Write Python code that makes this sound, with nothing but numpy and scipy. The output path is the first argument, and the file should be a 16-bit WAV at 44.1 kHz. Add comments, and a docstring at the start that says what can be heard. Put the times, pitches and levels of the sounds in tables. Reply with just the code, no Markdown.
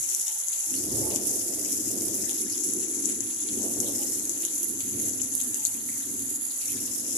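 """Heavy rain on a yard

A phone's microphone at the edge of a shelter, facing leaves and puddles. Countless drops sizzle, fat ones
snap close by and run-off splats on the wet ground. Wind rushes over the phone; far rain washes behind.
The treble is thin and peaked, lower on the left than on the right; its two peaks broaden and narrow."""
import sys
import numpy as np
from scipy import signal
from scipy.fft import rfft, irfft, next_fast_len
from scipy.io import wavfile
from scipy.ndimage import uniform_filter1d

SR = 44100
rng = np.random.default_rng(int(sys.argv[2]) if len(sys.argv) > 2 else 0)


def store_wav(level_fs):
    """Save 16-bit WAV to argv[1]."""
    pcm = np.round(np.clip(np.atleast_2d(level_fs), -1, 1) * 32767)
    wavfile.write(sys.argv[1], SR, pcm.T.astype(np.int16))


N = 316197
T = np.arange(N) / SR

# colour of the far rain: (frequency [Hz], gain [dB])
FAR_RAIN_COLOUR = [(25, -8), (75, 1.5), (170, -14), (260, -21), (380, 7), (520, 3), (900, 3.5), (1300, 1.5),
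                   (1900, 2.5), (2500, -13), (3500, -2.5), (6000, -1.5), (13500, -11), (15000, -40)]
# a faint steady hum far off: (frequency [Hz], level [dB])
FAR_HUM = [(651, -73), (1954, -75)]
# faint far tones: (time [s], length [s], frequency [Hz], level [dB], width [Hz])
FAR_TONES = [(0.052, 0.22, 374, -58, 30), (0.23, 0.2, 866, -59.5, 35), (0.57, 0.26, 860, -62, 30),
             (0.9, 0.32, 862, -52.5, 30), (2.285, 0.065, 824, -52, 25), (3.957, 0.11, 824, -54, 30),
             (4.03, 0.27, 4220, -56, 280), (5.3, 0.35, 1733, -63, 35), (5.49, 0.3, 870, -61.5, 30)]

# colours of the wind's low thud, hollow rumble and upper rush: (frequency [Hz], gain [dB])
THUD_COLOUR = [(25, -28), (42, -21), (60, -2.5), (69, -24), (75, 10), (86, -2), (100, 5), (112, 13.5),
               (122, 0), (137, 7.5), (160, -7), (200, -53)]
RUMBLE_COLOUR = [(140, -27), (165, -24), (195, 2), (250, 1), (310, -1.5), (380, 3), (470, -8.5),
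                 (620, -31.5), (1000, -49), (4000, -74)]
RUSH_COLOUR = [(170, -18), (200, -16), (330, 2), (480, 4), (660, 0.5), (850, -7.5), (1100, -6), (1600, -20),
               (6000, -70)]
# wind on the microphone, its thud and its rumble: (time [s], level [dB])
THUD_DB = [(0.0, -55), (0.12, -75), (0.62, -83), (0.72, -53), (0.98, -44.5), (1.42, -58.5), (1.7, -57),
           (1.98, -50.5), (2.14, -51.5), (2.35, -60), (3.22, -55), (3.31, -64), (3.49, -55), (3.6, -51),
           (3.8, -52), (3.95, -51), (4.25, -60.5), (4.65, -61), (4.99, -48), (5.25, -57), (5.57, -61),
           (5.85, -59), (6.23, -53), (6.63, -71), (6.75, -52.5), (6.93, -60), (7.17, -56)]
RUMBLE_DB = [(0.0, -56), (0.1, -60.5), (0.38, -73), (0.64, -66), (0.72, -41), (1.02, -34.5), (1.44, -43),
             (1.94, -38.5), (1.96, -36), (2.37, -43), (2.46, -37.5), (2.5, -44), (2.79, -36.5),
             (2.85, -41.5), (3.09, -37.5), (3.39, -47), (3.57, -35.5), (3.72, -38), (3.86, -36.5),
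             (4.03, -40.5), (4.59, -46.5), (4.71, -41.5), (4.83, -44), (4.97, -38), (5.45, -47),
             (5.47, -41), (5.71, -56), (5.75, -45.5), (6.03, -47), (6.12, -42), (6.31, -44), (6.61, -59),
             (6.75, -40.5), (6.97, -47), (7.17, -40)]
# centre of the hollow rumble: (time [s], frequency [Hz])
RUMBLE_CENTRE = [(0.7, 298), (2.9, 313), (3.6, 278), (4.15, 310), (4.8, 288), (6.3, 267.6), (7.17, 284)]
# drive of the upper rush, which comes with the strong gusts: (time [s], relative level [dB])
RUSH_DRIVE = [(0.0, -59.5), (0.68, -60.5), (0.84, -48), (1.0, -45), (1.12, -45), (1.45, -51.5), (1.62, -49),
              (1.82, -54), (2.02, -48.5), (2.27, -50.5), (2.44, -59), (2.66, -57), (2.74, -55), (2.98, -56),
              (3.1, -54), (3.25, -61), (3.48, -60), (3.6, -48.5), (3.7, -47), (3.9, -45.5), (4.0, -50),
              (4.16, -53), (4.9, -59), (4.99, -51), (5.19, -54), (5.35, -56.5), (6.35, -60.5), (7.0, -53.5),
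              (7.17, -52.5)]

# run-off landing in the yard: (time [s], relative smack level [dB], droplet wash level [dB],
# centre [Hz], band spread [ratio], wash decay [s], left minus right [dB])
RUNOFF_SPLATS = [(0.114, -48, -50, 3170, 1.5, .06, 0), (0.27, -45, -46, 3340, 1.17, .07, 2),
                 (0.531, -36, -45.5, 3580, 1.4, 0.039, 2), (0.741, -34.5, -52, 2800, 1.2, 0.026, 4),
                 (0.764, -42, -44, 4400, 0.84, .025, 3), (0.896, -46, -53, 3900, 1.15, .012, 0),
                 (1.11, -43, -43, 3100, 1.46, 0.027, 1.5), (1.158, -47, -47.5, 3100, 1.34, 0.044, -1),
                 (2.294, -31, -43, 3370, 1.18, 0.025, 1), (2.499, -39, -46, 4700, 1.1, .015, 3),
                 (2.524, -44, -42, 5100, 1.08, .03, 14), (3.0902, -45, -46.5, 2470, 1.43, 0.028, 1),
                 (3.487, -38, -41, 3680, 1.5, 0.013, 0), (3.864, -38, -42.5, 3600, 1.1, 0.028, 4),
                 (4.025, -43, -48.5, 2960, 1.1, .012, 4), (4.434, -40, -44, 3400, 1.7, .012, 0),
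                 (4.451, -30.5, -45.5, 3380, 1.14, .038, 2), (4.483, -41, -45, 4230, 1.35, 0.028, -3),
                 (4.8057, -34, -45.5, 3470, 1.4, .033, 4), (5.2, -38, -51, 3020, 1.4, .02, 2),
                 (5.402, -41, -42.5, 3400, 1.2, 0.016, -4), (5.652, -38, -53, 2700, 1.7, .008, 2),
                 (5.658, -29, -38.5, 4300, 1.16, .011, 3), (5.889, -41, -49, 1990, 1.1, .022, 1),
                 (6.508, -38, -45.5, 4460, 1.18, .035, 3), (6.617, -40, -44, 4540, 1.2, 0.025, 0),
                 (6.7688, -51, -45.5, 4200, 1.24, 0.024, 0), (6.876, -45, -49, 3800, 1.4, .03, -3)]
# fat drops close to the microphone, levels before filtering:
# (time [s], left tick [dB], right tick [dB], snap [dB], snap decay [s])
CLOSE_DROPS = [(0.1489, -5, -12, -24, .0008), (0.2146, -15, -17, -38, .0008),
               (0.2694, -11, -20, -39, .0004), (0.281, -10, -17, -41, .0004), (0.4845, -7, -21, -33, .0004),
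               (0.531, -12, -21, -42, .0004), (1.148, -15, -20, -37, .0008), (1.1605, -5, -19, -37, .0004),
               (1.7284, -12, -17, -35, .0004), (1.8815, -14, -19, -29, .0006), (1.915, -14, -17, -29, .001),
               (2.0196, -16, -19, -22, .002), (2.1437, -13, -21, -40, .001), (2.2945, -13, -24, -44, .0004),
               (2.6372, -13, -19, -42, .0004), (2.7359, -15, -7, -37, .0004), (3.0569, -3, -19, -35, .0004),
               (3.091, -13, -20, -42, .0004), (3.2063, -6, -23, -33, .0004), (3.405, -19, -17, -34, .0008),
               (3.8031, -4, -11, -25, .0008), (4.1324, -22, -15, -36, .0004), (4.2951, -7, -14, -33, .0004),
               (4.4516, -8, -10, -24, .0008), (4.5808, -16, -17, -31, .002), (4.6312, -16, -9, -15, .002),
               (4.644, -19, -9, -19, .002), (4.8063, -12, -19, -38, .0004), (5.2176, -6, -22, -39, .0004),
               (5.3523, -14, -5, -20, .001), (5.4024, -13, -16, -37, .0006), (5.4144, -8, -13, -36, .0004),
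               (5.5446, -7, -13, -28, .0006), (5.652, -0.3, -21, -31, .0004),
               (5.6586, -18, -13, -39, .0004), (5.669, -13, -18, -40, .001), (6.3593, -12, -22, -36, .0004),
               (6.7035, -20, -13, -29, .0008), (6.7198, -20, -12, -33, .0004)]
# colour of the rain beneath its treble peaks: (frequency [Hz], left gain [dB], right gain [dB])
YARD_RAIN_COLOUR = [(1000, -34, -62), (2170, -26.5, -27), (3980, -26, -24), (5160, -17.5, -20.5),
                    (8600, -29, -17), (9350, -19, -28), (11300, -23, -9.5), (14300, -20, -25)]
# edges of the sizzle, set wider at the strong gusts:
# (time [s], left low [Hz], left high [Hz], right low [Hz], right high [Hz])
SIZZLE_EDGES = [(0.0, 5550, 8650, 8650, 12200), (0.25, 5100, 8700, 8300, 12500),
                (0.55, 6030, 8400, 9000, 11700), (0.85, 4500, 9100, 8200, 12500),
                (1.2, 4600, 9500, 7450, 12700), (1.85, 4640, 9900, 7500, 13200),
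                (2.02, 4630, 10600, 7300, 14200), (2.2, 4650, 10200, 7640, 13600),
                (2.44, 5000, 8300, 9100, 11700), (2.75, 5520, 8450, 8850, 11640),
                (3.45, 5700, 8500, 9330, 11230), (3.88, 5140, 10100, 7200, 13200),
                (4.1, 4670, 9750, 7600, 13600), (4.28, 5600, 8260, 8100, 12250),
                (4.62, 5700, 8340, 8600, 12400), (4.92, 5860, 8400, 8900, 12400),
                (5.24, 5580, 8150, 8500, 11800), (5.47, 5860, 9100, 7500, 12650),
                (6.1, 5700, 8300, 8250, 12600), (6.43, 6580, 7940, 8800, 12000),
                (6.76, 4830, 9100, 8100, 13100), (7.17, 4740, 8950, 8060, 11950)]


def undb(db):
    """Decibels to gain."""
    return 10 ** (np.asarray(db) / 20)


def unit(x):
    """Scale to rms 1."""
    return x / np.sqrt(np.mean(x ** 2))


def steady(x):
    """Hold a noise near rms 1 over each eighth of a second, keeping its quick roughness."""
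    return x / np.sqrt(uniform_filter1d(np.mean(x ** 2, axis=0), size=SR // 8))


def curves(table):
    """Each column of a table, joined by straight lines in time."""
    s, *columns = np.transpose(table)
    return [np.interp(T, s, c) for c in columns]


def gain_at(hz, colour, column=1):
    """Gain read from one dB column of a colour table, on a log-frequency axis."""
    colour = np.array(colour, float)
    return undb(np.interp(np.log(hz + 1), np.log(colour[:, 0]), colour[:, column]))


def bell(hz, centre_hz, width_hz, steepness=2):
    """A bell-shaped resonance, as power."""
    return np.exp(-np.abs((hz - centre_hz) / width_hz) ** steepness / 2)


def soft_edge(above_hz, softness_hz=290):
    """A band edge, rising from 0 to 1."""
    return (1 + np.tanh(above_hz / softness_hz)) / 2


def noise(colour, shared):
    """Coloured stereo noise; shared is the fraction of power common to both sides."""
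    size = next_fast_len(N)
    white = rng.standard_normal((3, size))
    pair = np.sqrt(shared) * white[0] + np.sqrt(1 - shared) * white[1:]
    spectrum = rfft(pair) * gain_at(np.fft.rfftfreq(size, 1 / SR), colour)
    return unit(irfft(spectrum, size)[:, :N])


def wander(rate_hz):
    """Smooth random wandering at rms 1."""
    knots = rng.standard_normal(4096)
    return unit(np.interp(T * rate_hz, np.arange(len(knots)), knots))


def pan(left_minus_right_db):
    """Left and right gains that place a sound to one side."""
    return undb(np.array([[left_minus_right_db], [-left_minus_right_db]]) / 2)


def add(out, s, sound):
    """Mix a stereo sound in at time s."""
    start = max(int(s * SR), 0)
    part = sound[:, :max(N - start, 0)]
    out[:, start:start + part.shape[1]] += part


def blurred_tone(hz, width_hz):
    """A tone smeared by distance into a narrow band, different on each side."""
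    carrier = np.exp(2j * np.pi * hz * T)
    sides = [(wander(width_hz) + 1j * wander(width_hz)) * carrier for _ in range(2)]
    return unit(np.real(sides))


def far_background(rain_db=-54):
    """Far from the shelter: a dull wash of rain, with a faint hum and a few blurred tones in it."""
    out = noise(FAR_RAIN_COLOUR, shared=0.0087) * undb(rain_db)
    for hz, db in FAR_HUM:
        out += undb(db) * blurred_tone(hz, width_hz=7)
    for s, length_s, hz, db, width_hz in FAR_TONES:
        swell = np.sin(np.pi * np.clip((T - s) / length_s, 0, 1))
        out += undb(db) * swell * blurred_tone(hz, width_hz)
    return out


def wind_rumble(width_hz=24, drift_hz=5, median_flank_db=-12):
    """Wind on the phone sounds a hollow, drifting resonance; harder gusts spill further beyond it."""
    level_db, = curves(RUMBLE_DB)
    gust_db = level_db - np.median(level_db)
    hz, s, spectrum = signal.stft(noise(RUMBLE_COLOUR, shared=.86), SR, nperseg=2048)
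    centre_hz = np.interp(s, T, curves(RUMBLE_CENTRE)[0] + drift_hz * wander(3.4))
    flank_db = median_flank_db + np.interp(s, T, gust_db)
    resonance = np.sqrt(bell(hz[:, None], centre_hz, width_hz) + undb(flank_db) ** 2)
    return steady(signal.istft(spectrum * resonance, SR)[1][:, :N]) * undb(level_db)


def wind_rush(calm_db=-60.5, strong_db=-46, strong_corner_hz=900, db_per_octave=14, boost_db=5):
    """The wind's upper rush, silent in a calm, reaches higher in pitch the harder it blows."""
    drive_db, = curves(RUSH_DRIVE)
    hz, s, spectrum = signal.stft(noise(RUSH_COLOUR, shared=0.41), SR, nperseg=1024)
    corner_hz = strong_corner_hz * 2 ** ((np.interp(s, T, drive_db) - strong_db) / db_per_octave)
    roll_off = 1 / np.sqrt(1 + (hz[:, None] / corner_hz) ** 8)
    rush = steady(signal.istft(spectrum * roll_off, SR)[1][:, :N])
    return rush * np.maximum(undb(drive_db) - undb(calm_db), 0) * undb(boost_db)


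def wind(buffet_db=2.2, flutter_db=1.6):
    """Gusts right on the microphone: a hollow rumble, a fluttering low thud and a buffeting rush."""
    rumble = wind_rumble()
    thud = noise(THUD_COLOUR, shared=0.91) * undb(curves(THUD_DB)[0])
    rush = wind_rush() * undb(buffet_db * wander(45))
    return rumble + thud * undb(flutter_db * wander(25)) + rush


def plink(hz, cycles, rise=.022):
    """A droplet's bubble: it fades to 1/e over some cycles as its pitch climbs by the fraction rise."""
    age = T[:1536] * hz / cycles
    return np.sin(2 * np.pi * cycles * age * (1 + rise * age / 2)) * np.exp(-age)


def leaves(level_db=-56, low_hz=1700, high_hz=5200, drops=900, droplets=6, shed_s=.03, flurry_db=2.2):
    """Across the yard, drops burst on wet leaves and mud in flurries, shedding droplets close in pitch."""
    out = np.zeros((2, N))
    for when, pitch, chance, side in rng.random((drops, 4)):
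        hz = low_hz * (high_hz / low_hz) ** pitch
        size_db = min(-2 * np.log(1 - chance), 5)  # many small, a few large
        placement = np.array([[np.cos(np.pi * side)], [np.sin(np.pi * side)]])
        gain = placement * undb(size_db) * hz / low_hz
        for late, detune in rng.random((droplets, 2)):
            droplet = plink(hz * (1 + .11 * (2 * detune - 1)), cycles=8)
            add(out, when * N / SR + late * shed_s, gain * np.exp(-late) * droplet)
    return undb(level_db) * unit(out * undb(flurry_db * wander(9)))


def impacts(per_s, scatter_db, limit_db, size=N):
    """Random impacts on each side: many small and distant, a few large and near."""
    hit = rng.random((2, size)) < per_s / SR
    strength = undb(np.minimum(scatter_db * rng.exponential(size=(2, size)), limit_db))
    return hit * strength * rng.choice([-1, 1], (2, size))


def runoff(smack_s=.0017, ring_s=.0012, lead_s=.005, trim_db=-1, ring_db=-3, bubble_db=2, bubbles=5):
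    """Slugs of run-off smack the wet ground with a brief ring, then scatter droplets and a few bubbles."""
    out = np.zeros((2, N))
    t = T[:12288] - T[1024]  # zero at the impact
    for s, smack_db, wash_db, hz, spread, decay_s, pan_db in RUNOFF_SPLATS:
        spread = np.clip(spread, 1.05, 2)
        band = signal.butter(2, [hz / spread, hz * spread], "band", fs=SR, output="sos")
        droplets = unit(signal.sosfilt(band, impacts(per_s=1500, scatter_db=3, limit_db=9, size=len(t))))
        wash = droplets * np.exp(-np.maximum(t / decay_s, -t / lead_s)) * undb(wash_db)
        ring = np.sin(2 * np.pi * hz * t) * np.exp(-np.abs(t) / ring_s) * undb(ring_db)
        smack = unit(signal.sosfilt(band, rng.standard_normal((2, len(t))))) * np.exp(-np.abs(t) / smack_s)
        hit = (t > 0) * (ring + smack) * undb(smack_db + trim_db)
        add(out, s + t[0], pan(pan_db) * (wash + hit))
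        for late, pitch in rng.random((bubbles, 2)):
            bubble = plink(hz * spread ** (2 * pitch - 1), cycles=12) * undb(wash_db + bubble_db)
            add(out, s + 2 * late * decay_s, pan(pan_db) * bubble * np.exp(-2 * late))
    return out


def snaps(trim_db=-1, band_hz=(7000, 14000)):
    """Close to the microphone, the skin of each fat drop bursts with a short, bright snap."""
    out, t = np.zeros((2, N)), T[:1024]
    for s, left_db, right_db, snap_db, decay_s in CLOSE_DROPS:
        burst = np.exp(-t / decay_s) * rng.standard_normal((2, len(t)))
        add(out, s, burst * undb(snap_db + trim_db) * pan(0.19 * (left_db - right_db)))
    return signal.sosfilt(signal.butter(4, band_hz, "band", fs=SR, output="sos"), out)


def fat_drops(boost_db=17.2, shower_db=-24, shower_s=.012, low_cut_hz=4000):
    """Each fat drop lands close by as one sharp tick followed by a dying shower of droplets."""
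    out, t = np.zeros((2, N)), T[:4096]
    for s, left_db, right_db, _, _ in CLOSE_DROPS:
        hardness_db = .7 * (max(left_db, right_db) + 11)  # the hardest drops are nearly all tick
        drop = undb(shower_db - hardness_db) * rng.standard_normal(len(t)) * np.exp(-t / shower_s)
        drop[0] = 1  # the tick
        add(out, s, drop * undb(np.array([[left_db], [right_db]]) + boost_db))
    return signal.sosfilt(signal.butter(2, low_cut_hz, "high", fs=SR, output="sos"), out)


def patter(splash_db=-2, splash_s=.005, hiss_db=-3):
    """Drops all over the yard tick and throw a brief splash; far ones merge into a hiss."""
    ticks = unit(impacts(per_s=2600, scatter_db=4.2, limit_db=16.5))
    decay = np.exp(-T[:2048] / splash_s)
    envelope = signal.fftconvolve(ticks ** 2, decay[None], axes=1)[:, :N]
    splash = unit(envelope * rng.standard_normal((2, N)))
    hiss = rng.standard_normal((2, N))
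    flicker_db = 0.87 * wander(18) + 0.42 * wander(70)
    return unit(ticks + undb(splash_db) * splash + undb(hiss_db) * hiss) * undb(flicker_db)


def sizzle(x, edges_hz, column, centre_hz, width_hz, steepness, peak_db, fizz_db, top_hz=14350):
    """One side's rain colour: a treble peak between moving edges, with a thin fizz on top when wide."""
    hz, s, spectrum = signal.stft(x, SR, nperseg=512)
    hz = hz[:, None]
    low_hz, high_hz = (np.interp(s, T, edge) for edge in edges_hz)
    opening = (high_hz - low_hz) / np.median(high_hz - low_hz)
    window = soft_edge(hz - low_hz) * soft_edge(high_hz - hz)
    peak = (undb(peak_db) * window) ** 2 * bell(hz, centre_hz, width_hz, steepness)
    fizz = undb(fizz_db) ** 2 * bell(hz, centre_hz=13300, width_hz=300, steepness=1) * opening ** 4.7
    power = peak + fizz + gain_at(hz, YARD_RAIN_COLOUR, column) ** 2
    return signal.istft(spectrum * np.sqrt(power) * (hz < top_hz), SR)[1][:N]


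def rain(patter_db=-20.5, ease_db_per_s=0.2847):
    """Just beyond the shelter: slowly easing patter and fat drops, sizzling lower in pitch on the left."""
    edges_hz = curves(SIZZLE_EDGES)
    left, right = patter() * undb(patter_db - ease_db_per_s * T) + fat_drops()
    left = sizzle(left, edges_hz[:2], column=1, centre_hz=6994, width_hz=448,
                  steepness=1.176, peak_db=4, fizz_db=-21.5)
    right = sizzle(right, edges_hz[2:], column=2, centre_hz=10414, width_hz=580,
                   steepness=1.21, peak_db=3, fizz_db=-25)
    return np.array([left, right])


def scene():
    """From the shelter's edge: rain, run-off, leaves and wind over the far background."""
    return rain() + snaps() + runoff() + leaves() + wind() + far_background()


def record(dry):
    """The phone cuts the top steeply above 15.7 kHz."""
    return signal.sosfilt(signal.ellip(10, .2, 80, 15700, fs=SR, output="sos"), dry)


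dry = scene()
out = record(dry)
store_wav(out)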